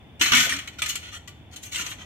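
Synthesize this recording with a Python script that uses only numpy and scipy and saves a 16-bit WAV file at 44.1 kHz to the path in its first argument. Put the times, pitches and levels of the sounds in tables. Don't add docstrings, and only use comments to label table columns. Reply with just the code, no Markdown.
import sys
import numpy as np
from scipy import signal
from scipy.fft import irfft
from scipy.io import wavfile
from scipy.ndimage import uniform_filter1d

SR = 44100
rng = np.random.default_rng(int(sys.argv[2]) if len(sys.argv) > 2 else 0)


def generate_wav(sig):
    pcm = np.round(np.clip(np.atleast_2d(sig).T, -1, 1) * 32767).astype(np.int16)
    wavfile.write(sys.argv[1], SR, pcm)


N = 90404

# frequency in Hz, left minus right in dB.
STEREO_BALANCE = [(300, 0.5), (1200, -0.5), (2800, 3), (4500, -1), (6200, 7.5), (8000, -2.5), (10500, 0.5),
                  (13500, 8)]
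# frequency in Hz, correlation from 0 to 1.
STEREO_COHERENCE = [(70, 1), (180, 0.84), (1200, 0.44), (3000, 0.34), (12000, 0.061)]
# frequency in Hz, relative spectral level in dB.
ROOM_SPECTRUM = [(25, -25), (45, -13.5), (80, -0.5), (130, -8), (200, -13.5), (300, -13.5), (450, -22.5),
                 (800, -21), (1200, -31), (2500, -28), (3500, -29.5), (3900, -64), (4500, -46),
                 (15000, -56)]
# time in seconds, level in dB.
ROOM_ENVELOPE = [(0, -47), (1.2, -48), (1.701, -47.5), (2.05, -46.5)]
# frequency in Hz, relative spectral level in dB.
METAL_SPECTRUM = [(60, -35.5), (200, -16), (420, -23.5), (620, -22.5), (830, -30), (960, -14.5),
                  (1070, -15.5), (1180, -9), (1290, -9), (1470, -5), (1610, -11.5), (1800, -5.5),
                  (2200, -3), (3200, -2), (3700, -6), (4250, -7), (4850, -15.5), (5700, -9.5), (6600, -8),
                  (8600, -14), (9300, -22), (11500, -20.5), (13800, -22.5), (16000, -39.5)]
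# frequency in Hz, time to fall 60 dB (T60) in seconds.
CROWDED_DECAY = [(300, 0.47), (1500, 0.55), (3000, 0.52), (7000, 0.47), (14000, 0.47)]
# frequency in Hz, relative level in dB, T60 in seconds.
TRAY_MODES = [(1176, -12, .6), (1481, -8, .6), (1719, -7, .5), (1907, -4, .5), (2041, -3, .5),
              (2208, -2, .45), (2303, -3, .4), (2719, -2, .5), (2944, 0, .4), (3165, -3, .4),
              (3552, -3, .45), (5621, -12, .45), (7318, -10, .3)]
# start and length in seconds, level in dB,
# treble tilt in dB per octave.
SCRAPE_STROKES = [(0.19, 0.057, -32, 0), (0.336, .13, -24.5, 0.5), (0.481, 0.071, -29, -0.5),
                  (.781, 0.019, -33.5, 0.5), (0.878, 0.029, -29, 5.5), (1.013, 0.1, -42.5, -3.5),
                  (1.111, 0.065, -39, -2), (1.507, 0.045, -47.5, 0), (1.615, 0.048, -43.5, 6),
                  (1.711, 0.034, -34, 2), (1.766, 0.061, -30.5, 0.5), (1.832, 0.11, -40, 3),
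                  (1.976, 0.07, -44, -3.5)]
# start in seconds, hum and thud gains in dB, thud in Hz.
LANDINGS = [(.209, -35.5, -27.5, 297), (0.3186, -24.5, -34.5, 122.5)]
# unloaded frequency in Hz, relative level in dB,
# T60 in seconds, rise under full load in octaves.
FLOOR_MODES = [(133.7, -11, 1, 0.5), (239, -4.5, 0.56, 0.236)]
# time in seconds, load from 0 to 1.
FLOOR_LOAD = [(.35, 0), (.45, 0.52), (.51, 0.52), (.56, 0.99), (.62, 1)]
# start in seconds, gain in dB, treble tilt in dB per octave,
# relative level of the tray's long ring in dB.
IMPACTS = [(0.212, -15.5, -3, -6.5), (.216, -20.5, 2.5, 0.5), (.259, -21.5, -2.5, -2.5),
           (.3195, -12.5, -3, -7), (.333, -13, -3, -6.5), (.350, -16.5, 1, -4.5), (0.37, -16, 0.5, -4),
           (0.403, -17, 0, -33), (0.493, -20.5, -1.5, -11), (0.524, -32.5, -18.5, -11),
           (0.562, -29.5, -1, -16), (0.588, -26.5, -1.5, -48), (0.675, -30.5, 0, -57),
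           (0.7239, -50.5, -1.5, 0.5), (0.8193, -20, -0.5, -9.5), (0.8604, -25, 2, -36),
           (0.896, -24.5, 2.5, -9), (0.9552, -24, 2, -41), (1.2758, -35, 2, -17.5),
           (1.561, -32, 3.5, -16.5), (1.632, -34.5, 5, -20), (1.659, -37.5, 4, -7.5),
           (1.745, -26.5, -0.5, -11), (1.758, -23.5, 0, -20.5), (1.795, -35.5, -8.5, 0),
           (1.8634, -27.5, -1.5, -17.5), (1.9157, -31.5, -4.5, -37)]
# start and length in seconds, first and last Hz, peak level in dB.
SQUEAL_GLIDES = [(.332, 0.052, 2200, 2250, -17.5), (.358, 0.051, 1972, 1750, -25),
                 (.423, 0.044, 1523, 1500, -26), (.495, 0.12, 251, 298, -37.5)]
# start and length in seconds, level in dB.
RUB_STROKES = [(.453, 0.047, -39.5)]
# frequency in Hz, relative spectral level in dB.
RUB_SPECTRUM = [(200, -40), (380, -10), (480, 3), (720, -1), (900, -14), (2000, -54)]
# start in seconds, frequency in Hz, level in dB, T60 in seconds.
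PING_TONES = [(0.8205, 1249, -37.5, .3), (0.5227, 1866, -13, 0.034), (.677, 2240, -32.5, 0.065),
              (.8202, 2353, -20.5, 0.088), (0.8197, 3425, -18.5, 0.052), (0.896, 6750, -36, 0.24),
              (0.898, 3063, -37, 0.09), (1.277, 1166, -48.5, 0.18), (1.756, 3150, -22.5, 0.059),
              (1.793, 1410, -27.5, 0.051), (1.795, 1000, -46.5, 0.58), (1.866, 3780, -52, 0.11)]

ATTACK_S, LEFT_LAG_S = 0.0016, 0.00009
RING_SAMPLES = 24576


def amp(db):
    return 10 ** (np.asarray(db) / 20)


def unit(x):
    return x / np.sqrt(np.mean(x ** 2) + 1e-20)


def curve_at(points, hz):
    f, value = np.transpose(points)
    return np.interp(np.log(hz + 1), np.log(f + 1), value)


def decay(t, t60):
    return np.exp(-np.log(1000) * t / t60)


def add(mix, start, sound):
    part = mix[:, max(round(start * SR), 0):][:, :sound.shape[1]]
    part += sound[:, :part.shape[1]]


def noise(spectrum, tilt_db, size, bin_gain=1):
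    hz = np.fft.rfftfreq(size, 1 / SR)
    common, separate = np.exp(2j * np.pi * rng.random((2, len(hz))))
    coherence = np.clip(curve_at(STEREO_COHERENCE, hz), -1, 1)
    left = common * np.exp(-2j * np.pi * hz * LEFT_LAG_S)
    right = coherence * common + np.sqrt(1 - coherence ** 2) * separate
    side_db = np.outer([.5, -.5], curve_at(STEREO_BALANCE, hz))
    treble_db = tilt_db * np.log2(np.maximum(hz, 1000) / 1000)
    gain = bin_gain * amp(curve_at(spectrum, hz) + side_db + treble_db)
    return unit(irfft(np.array([left, right]) * gain, size))


def room():
    level_db = np.interp(np.arange(N) / SR, *np.transpose(ROOM_ENVELOPE))
    return noise(ROOM_SPECTRUM, 0, N) * amp(level_db)


def whine(hz=3520, width_hz=36, db=-63.5):
    pole, t = np.exp(-np.pi * width_hz / SR), np.arange(N) / SR
    white = rng.standard_normal((2, N)) + 1j * rng.standard_normal((2, N))
    waver = signal.lfilter([1 - pole], [1, -pole], white)
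    return amp(db) * unit((waver * np.exp(2j * np.pi * hz * t)).real)


def ripple(width_hz):
    hz = np.fft.rfftfreq(RING_SAMPLES, 1 / SR)
    place = 9000 * np.log1p(hz / 9000) / width_hz
    heights = np.clip(rng.standard_normal(1024), -2, 2)
    return unit(np.interp(place, np.arange(1024), heights))


def tray_response(ripple_db=1.5, mode_gap_hz=36.14):
    hz = np.fft.rfftfreq(RING_SAMPLES, 1 / SR)
    steps = rng.exponential(1, len(hz)) ** 2
    modes_below = np.floor(np.cumsum(steps) * hz[1] / (2 * mode_gap_hz))
    return ripple_db * ripple(width_hz=60), np.diff(modes_below, prepend=0) > 0


def strike(tray, tilt_db, ring_db, attack_s):
    uneven_db, has_mode = tray
    t = np.arange(RING_SAMPLES) / SR
    spot_gain = amp(uneven_db + 4.5 * ripple(width_hz=85))
    crack = amp(-1.5) * noise(METAL_SPECTRUM, tilt_db + 1, RING_SAMPLES) * decay(t, t60=0.016)
    clash = noise(METAL_SPECTRUM, tilt_db, RING_SAMPLES, spot_gain) * decay(t, t60=0.1)
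    undamped = noise(METAL_SPECTRUM, tilt_db, RING_SAMPLES, spot_gain * has_mode)
    hz, frame_s, bands = signal.stft(undamped, SR, nperseg=256)
    damped = bands * decay(frame_s, curve_at(CROWDED_DECAY, hz)[:, None])
    crowded = signal.istft(damped, SR, nperseg=256)[1][:, :RING_SAMPLES]
    clear = np.zeros((2, RING_SAMPLES))
    for (f, db, t60), phase in zip(TRAY_MODES, rng.random((len(TRAY_MODES), 2, 1))):
        clear += amp(db) * np.sin(2 * np.pi * (f * t + phase)) * decay(t, t60)
    ring = amp(ring_db) * (crowded + amp(-10.5) * clear)
    return crack + (clash + ring) * np.minimum(t / attack_s, 1)


def scrapes(tray, slips_per_s=700, edge_s=0.013):
    out, t = np.zeros((2, N)), np.arange(SR // 4) / SR
    for start, length, db, tilt_db in SCRAPE_STROKES:
        slipping = rng.random(len(t)) < slips_per_s / SR
        stroke = np.clip(np.minimum(t, length - t) / edge_s, 0, 1)
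        slips = slipping * rng.choice([-1, 1], len(t)) * stroke
        response = strike(tray, tilt_db, ring_db=-19, attack_s=ATTACK_S)
        sound = signal.fftconvolve(slips[None], response, axes=1)
        add(out, start, amp(db) * unit(sound) * np.sqrt(length * SR / sound.shape[1]))
    return out


def boom(roughness=0.51, settle_s=0.58, settle_fade_s=0.019):
    out, t = np.zeros((2, N)), np.arange(SR) / SR
    lag_s, pan = np.array([[0], [0.0011]]), amp([[1.2], [-1.2]])
    for start, hum_db, thud_db, thud_hz in LANDINGS:
        load = np.interp(start + t, *np.transpose(FLOOR_LOAD))
        hum = np.zeros((2, SR))
        for hz, db, t60, rise in FLOOR_MODES:
            cycles = np.cumsum(hz * 2 ** (rise * load)) / SR - hz * lag_s
            hum += amp(db) * np.sin(2 * np.pi * cycles) * decay(t, t60)
        rattle = unit(uniform_filter1d(rng.standard_normal((2, SR)), size=800))
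        hum *= 1 + roughness * rattle
        free = np.clip(1 - (start + t - settle_s) / settle_fade_s, 0, 1)
        thud = np.sin(2 * np.pi * thud_hz * t) * decay(t, t60=0.097)
        sound = amp(hum_db) * hum * free + amp(thud_db) * thud
        add(out, start, sound * np.minimum(t / ATTACK_S, 1) * pan)
    return out


def knocks(tray, soften_per_db=0.05):
    out, hardest_db = np.zeros((2, N)), max(row[1] for row in IMPACTS)
    for start, db, tilt_db, ring_db in IMPACTS:
        attack_s = ATTACK_S * np.exp(soften_per_db * (hardest_db - db))
        add(out, start, amp(db) * strike(tray, tilt_db, ring_db, attack_s))
    return out


def squeals():
    out = np.zeros((2, N))
    for start, length, first_hz, last_hz, db in SQUEAL_GLIDES:
        size = round(length * SR)
        tone = np.sin(2 * np.pi * np.cumsum(np.linspace(first_hz, last_hz, size)) / SR)
        add(out, start, amp(db) * (tone * np.hanning(size))[None])
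    return out


def rubs():
    out = np.zeros((2, N))
    for start, length, db in RUB_STROKES:
        swell = np.hanning(round(length * SR))
        friction = noise(RUB_SPECTRUM, 0, RING_SAMPLES)[:, :len(swell)]
        add(out, start, amp(db) * friction * swell)
    return out


def pings():
    out, t = np.zeros((2, N)), np.arange(SR // 3) / SR
    for start, hz, db, t60 in PING_TONES:
        tone = np.sin(2 * np.pi * hz * (t - [[LEFT_LAG_S / 2], [0]]))
        add(out, start, amp(db) * tone * decay(t, t60) * np.minimum(t / ATTACK_S, 1))
    return out


def scene():
    tray = tray_response()
    return knocks(tray) + scrapes(tray) + pings() + squeals() + rubs() + boom() + room() + whine()


def record(dry):
    low_pass = signal.firwin(301, 16100, window=("kaiser", 9), fs=SR)
    return signal.oaconvolve(dry, low_pass[None], "same")


dry = scene()
out = record(dry)
generate_wav(out)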